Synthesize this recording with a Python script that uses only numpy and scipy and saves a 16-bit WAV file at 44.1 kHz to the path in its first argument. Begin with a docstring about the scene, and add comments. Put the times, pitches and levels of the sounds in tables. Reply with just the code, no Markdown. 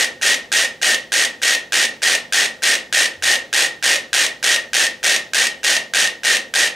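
"""Dozens of plastic pendulum metronomes on a hanging platform tick in step, about 200 beats a minute, in a small room.
Each keeps its own place in the beat and its own tick and tock, so a beat is a rattle of clicks some 140 ms long that
nearly repeats every second time. A click is a filtered noise snap plus decaying sines for the hollow plastic case,
most of them pitched near 1.85 kHz. Shaped noise gives the short room tail and the low ventilation rumble;
a steady sine is the hum of its fan, and one soft low thud comes from the building."""
import sys
import numpy as np
from scipy import signal
from scipy.fft import rfft, irfft, next_fast_len
from scipy.io import wavfile
from scipy.ndimage import uniform_filter1d, minimum_filter1d

SR = 44100
rng = np.random.default_rng(int(sys.argv[2]) if len(sys.argv) > 2 else 0)


def log_audio(samples):
    """Write samples as a 16-bit WAV file to the path given in sys.argv[1]."""
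    # one column per channel
    frames = np.atleast_2d(samples).T
    # limit to full scale, then quantise
    limited = np.clip(frames, -1, 1)
    pcm = np.round(limited * 32767).astype(np.int16)
    wavfile.write(sys.argv[1], SR, pcm)


N = 297675

# Levels in the tables are relative, ahead of the mix gains in scene().
# metronomes heard singly as the beat opens and closes:
# tock_lag_s [s], tick_lag_s [s], tock_level_db [dB], tick_level_db [dB], case_pitch_hz [Hz], case_ring_db [dB]
SINGLE_METRONOMES = [(0, 0, -8, -1, 1590, .5), (.0055, .007, -1.5, 3, 1640, -8),
                     (.012, .0155, 2, 2, 1560, -7), (.0175, .02, 1, 0, 1860, 1),
                     (.1295, .1305, 2.5, -1.5, 1840, -4)]
# how the crowd spreads through the beat: crowd_share [0-1], lag_s [s]
CROWD_SPREAD_IN_BEAT = [(0, .010), (.15, .042), (.5, .073), (.85, .104), (1, .136)]
# tone of the escapement's snap through the case: frequency_hz [Hz], level_db [dB]
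SNAP_TONE = [(45, -56), (110, -39), (220, -18), (520, -5.5), (780, -5.5), (1050, -12), (1500, -2.5),
             (2400, 2.5), (2850, 4.5), (4800, 1), (6700, 1.5), (7600, -5), (8500, -1), (10000, -9.5),
             (15500, -26)]
# resonances of the hollow case: pitch_ratio [times the case pitch], level_db [dB], t60_s [s]
CASE_MODES = [(1.002, 7, 0.038), (1.5, -36, 0.0067), (4.552, -11.5, 0.09)]
# diffuse room tail by band: centre_hz [Hz], level_db [dB], t60_s [s]
ROOM_BANDS = [(118, 7, 1), (234, 1, 0.82), (575, -1, 0.52), (1210, -3.5, 0.38), (1650, -16, 0.42),
              (1833, -0.5, 0.33), (2290, -5, 0.3), (6100, -14, 0.32), (13800, -7.5, 0.15)]
# low resonances of the room: pitch_hz [Hz], width_hz [Hz], level_db [dB]
ROOM_RESONANCES = [(162, 8.2, -7), (235.6, 23, 5.5), (309, 11, -1.5), (524, 55, -3)]
# tone of the difference between the two microphone ports: frequency_hz [Hz], side_gain_db [dB]
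SIDE_TONE = [(60, -28), (250, -17), (600, -13), (1100, -4), (1500, -10), (2000, -5.5), (3400, -8),
             (4300, -15.5), (8000, -7.5), (14000, -20)]
# spectrum shape of the ventilation noise: frequency_hz [Hz], density_db [dB per Hz]
VENTILATION_TONE = [(20, -16), (42, -7), (57, 2), (80, 4), (170, 11.5), (260, 4), (500, 9), (1000, -21),
                    (3000, -3), (8000, -14.5), (15000, -18.5)]
# hum of the ventilation fan: pitch_hz [Hz], level_db [dB]
FAN_HUM = (56, -64.5)
# soft low thud in the building: centre_s [s], pitch_hz [Hz], level_db [dB], half_length_s [s]
BUILDING_THUD = (3.245, 88, -46, .08)

# the common beat: first tick, one full swing there and back, and the tock a little short of half way
FIRST_TICK_S, SWING_S, TOCK_AFTER_S = -.0841, .60205, .2974
# the earliest metronome runs a little ahead, so the other single ones and the front rows fall behind it
SLIP_S_PER_S = .0005
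# the front rows fill the middle of the beat, each in its own slot, the later ones softer
FRONT_FIRST_S, FRONT_LAST_S = .029, .117
FRONT_DB, FRONT_FADE_DB_PER_S, FRONT_RING_DB = 1, -43.5, -4
# their cases come in two pitches, about a third of them low; the spread is a fraction of the pitch
LOW_CASE_HZ, HIGH_CASE_HZ, FRONT_SPREAD = 1600, 1848, .021
# the crowd: click level, mean case pitch, and pitch spread as a fraction
CROWD_DB, CROWD_HZ, CROWD_SPREAD = -5.5, 1869.5, .026
# direct sound of the off-centre single metronomes in the side signal, before its tone shaping
ASIDE_DB = -6.5
VENTILATION_DB = -51.5
TOP_HZ = 15600  # treble cutoff


def undb(db):
    """Decibels to gain."""
    return 10 ** (np.asarray(db) / 20)


def unit(x):
    """Scale to an energy of one."""
    return x / np.sqrt(np.sum(x ** 2, axis=-1, keepdims=True))


def log_bins(size):
    """Log frequency of each bin of a transform, shifted by 1 Hz to avoid the log of zero."""
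    return np.log(np.arange(size // 2 + 1) * SR / size + 1)


def gains(points, size):
    """Gain of a (Hz, dB) outline at each bin of a transform."""
    hz, db = np.transpose(points)
    return undb(np.interp(log_bins(size), np.log(hz), db))


def colour(x, points, size=2048):
    """Causal minimum-phase filter that follows a (Hz, dB) outline."""
    cepstrum = irfft(np.log(gains(points, size)))
    # folding the cepstrum onto positive time puts the energy as early as possible
    cepstrum[1:size // 2] *= 2
    cepstrum[size // 2 + 1:] = 0
    impulse = irfft(np.exp(rfft(cepstrum)))
    return signal.fftconvolve(x, impulse)[:len(x)]


def fade(t, t60):
    """Free decay, 60 dB in t60 seconds."""
    return np.exp(-np.log(1000) * t / t60)


def add(track, s, sound):
    """Mix a sound into a track from time s on; one that would start before the track is left out."""
    start = int(round(s * SR))
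    part = sound[:max(len(track) - start, 0)]
    if start >= 0:
        track[start:start + len(part)] += part


def beat_times(tick):
    """Start of every tick, or of every tock a little under half a swing later."""
    first = FIRST_TICK_S + (0 if tick else TOCK_AFTER_S)
    return np.arange(first, N / SR, SWING_S)


def snap(t, rattle_db=-16, rattle_t60=0.18):
    """The escapement strikes: a crack spreads through the case, then a short rattle of the many plastic modes."""
    rise_s = .0007
    crack = fade(t, .017)
    rattle = undb(rattle_db) * fade(t, rattle_t60)
    envelope = (1 - np.exp(-(t / rise_s) ** 2)) * (crack + rattle)
    return unit(colour(rng.standard_normal(len(t)) * envelope, SNAP_TONE))


def ring(t, case_hz):
    """The hollow case rings in a few modes; so small a box radiates by its velocity and gives no bass."""
    motion = np.zeros(len(t))
    for ratio, db, t60 in CASE_MODES:
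        mode = fade(t, t60) * np.sin(2 * np.pi * ratio * case_hz * t)
        motion += undb(db) / ratio * mode
    velocity = np.diff(motion, prepend=0)
    return unit(velocity)


def swings(beats, lag, drift, db, case_hz, ring_db, wander, fresh=0.65, scatter_db=1.5, size=3000):
    """One side of a metronome's swing: a lasting voice plus some fresh snap, slowly slipping in the beat."""
    t = np.arange(size) / SR
    voice = snap(t) + undb(ring_db) * ring(t, case_hz)
    slip = np.cumsum(rng.standard_normal(len(beats)))  # a random walk, wander seconds a step
    for s, late in zip(beats, wander * (slip - slip.mean())):
        gain = undb(db + scatter_db * rng.standard_normal())
        yield s + lag + drift * s + late, gain * (voice + fresh * snap(t))


def front_rows(stray_s=.0015, count=17):
    """Metronomes spaced about evenly through the middle of the beat, with the columns of SINGLE_METRONOMES."""
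    rows = []
    for k, slot in enumerate(np.linspace(FRONT_FIRST_S, FRONT_LAST_S, count)):
        tock, tick, detune = rng.standard_normal(3)
        db = FRONT_DB + FRONT_FADE_DB_PER_S * (slot - FRONT_FIRST_S)
        case_hz = HIGH_CASE_HZ if k % 3 else LOW_CASE_HZ
        case_hz *= 1 + FRONT_SPREAD * detune
        rows.append((slot + stray_s * tock, slot + stray_s * tick, db, db, case_hz, FRONT_RING_DB))
    return rows


def metronomes(lead, near_wander=.0006, crowd_wander=.0016, crowd_ring_db=-3, count=32, channels=8):
    """Direct sound, begun lead seconds early: near and crowd by platform patch, and the off-centre clicks."""
    near, crowd = np.zeros((2, channels, N + int(lead * SR)))
    aside = np.zeros(near.shape[1])
    pitches = CROWD_HZ * (1 + CROWD_SPREAD * rng.standard_normal(count))
    closest = list(SINGLE_METRONOMES) + front_rows()
    for side in range(2):
        beats = beat_times(side)  # first all the tocks, then all the ticks
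        for k, (tock, tick, tock_db, tick_db, hz, ring_db) in enumerate(closest):
            lag, db = (tock, tick)[side], (tock_db, tick_db)[side]
            follows = k > 0  # the earliest metronome marks the beat; the others slip against it
            drift, wander = SLIP_S_PER_S * follows, near_wander * follows
            for s, click in swings(beats, lag, drift, db, hz, ring_db, wander):
                add(near[k % channels], s + lead, click)
                if k < len(SINGLE_METRONOMES):
                    add(aside, s + lead, (-1) ** k * click)  # opposite sides in turn
        places = (np.arange(count) + rng.random(count)) / count
        lags = np.interp(places, *np.transpose(CROWD_SPREAD_IN_BEAT))
        for k, lag in enumerate(lags):
            for s, click in swings(beats, lag, 0, CROWD_DB, pitches[k], crowd_ring_db, crowd_wander):
                add(crowd[k % channels], s + lead, click)
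    return near, crowd, aside


def room(x, gap=0.002, build=0.0016, size=32768):
    """Diffuse reflections build up after a gap in seconds; carpet and walls swallow the treble first."""
    t = np.arange(size) / SR
    hz, db, t60 = np.transpose(ROOM_BANDS)
    noise = rfft(rng.standard_normal(size))
    onset = 1 - np.exp(-np.maximum(t - gap, 0) / build)
    tail = np.zeros(size)
    for level, decay, band in zip(db, t60, np.eye(len(hz))):
        # each band is a triangle over log frequency that meets its neighbours
        band_noise = irfft(noise * np.interp(log_bins(size), np.log(hz), band))
        tail += undb(level) * unit(onset * fade(t, decay)) * band_noise
    return signal.fftconvolve(x, tail)[:len(x)]


def boom(x):
    """A few low resonances stand out of the reflections."""
    total = np.zeros(len(x))
    for hz, width, db in ROOM_RESONANCES:
        b, a = signal.iirpeak(hz, hz / width, fs=SR)
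        total += undb(db) * signal.lfilter(b, a, x)
    return total


def ventilation():
    """Steady rumble of moving air, as noise shaped by its spectrum."""
    air = irfft(rfft(rng.standard_normal(N)) * gains(VENTILATION_TONE, N), N)
    return undb(VENTILATION_DB) * air / air.std()


def fan_hum(t):
    """The ventilation fan hums on one steady low sine."""
    hz, db = FAN_HUM
    return undb(db) * np.sin(2 * np.pi * hz * t)


def building_thud(t):
    """A soft low thud: a sine that swells and dies in a bell-shaped envelope."""
    s, hz, db, length = BUILDING_THUD
    return undb(db) * np.exp(-((t - s) / length) ** 2) * np.sin(2 * np.pi * hz * t)


def background():
    """Ventilation, the hum of its fan and one soft thud."""
    t = np.arange(N) / SR
    return ventilation() + fan_hum(t) + building_thud(t)


def scene(level_db=5, crowd_wet_db=2, sideways_db=-1):
    """Each platform patch has its own room paths; sideways reflections and off-centre clicks widen the stereo."""
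    near, crowd, aside = metronomes(lead=.5)  # the early start lets the first tail already sound
    sent = near + undb(crowd_wet_db) * crowd
    tail = sum(room(patch) for patch in sent)
    sideways = undb(sideways_db) * sum(room(patch, gap=0, build=0.000068) for patch in sent)
    # a tiny lag between the ports leaves a difference that is a quarter turn out of phase
    quarter_turn = signal.hilbert(aside, next_fast_len(len(aside))).imag[:len(aside)]
    across = undb(ASIDE_DB) * quarter_turn
    direct = (near + crowd).sum(axis=0)
    mid = undb(level_db) * (direct + tail + boom(tail))[-N:] + background()
    side = undb(level_db) * (sideways + across)[-N:] + ventilation()
    side = colour(side, SIDE_TONE)
    return np.array([mid + side, mid - side])


def record(dry, size=130):
    """A quick limiter, linked across both channels, eases the highest peaks; a steep filter cuts the top."""
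    knee, slope = .6, .55  # peak amplitude where limiting begins; share of the excess in dB taken off
    peak = np.abs(dry).max(axis=0) + 1e-9
    wanted = np.minimum(1, knee / peak) ** slope
    gain = uniform_filter1d(minimum_filter1d(wanted, size), size)  # size in samples
    top_cut = signal.ellip(10, .2, 80, TOP_HZ, fs=SR, output="sos")
    return signal.sosfilt(top_cut, gain * dry)


dry = scene()
out = record(dry)
log_audio(out)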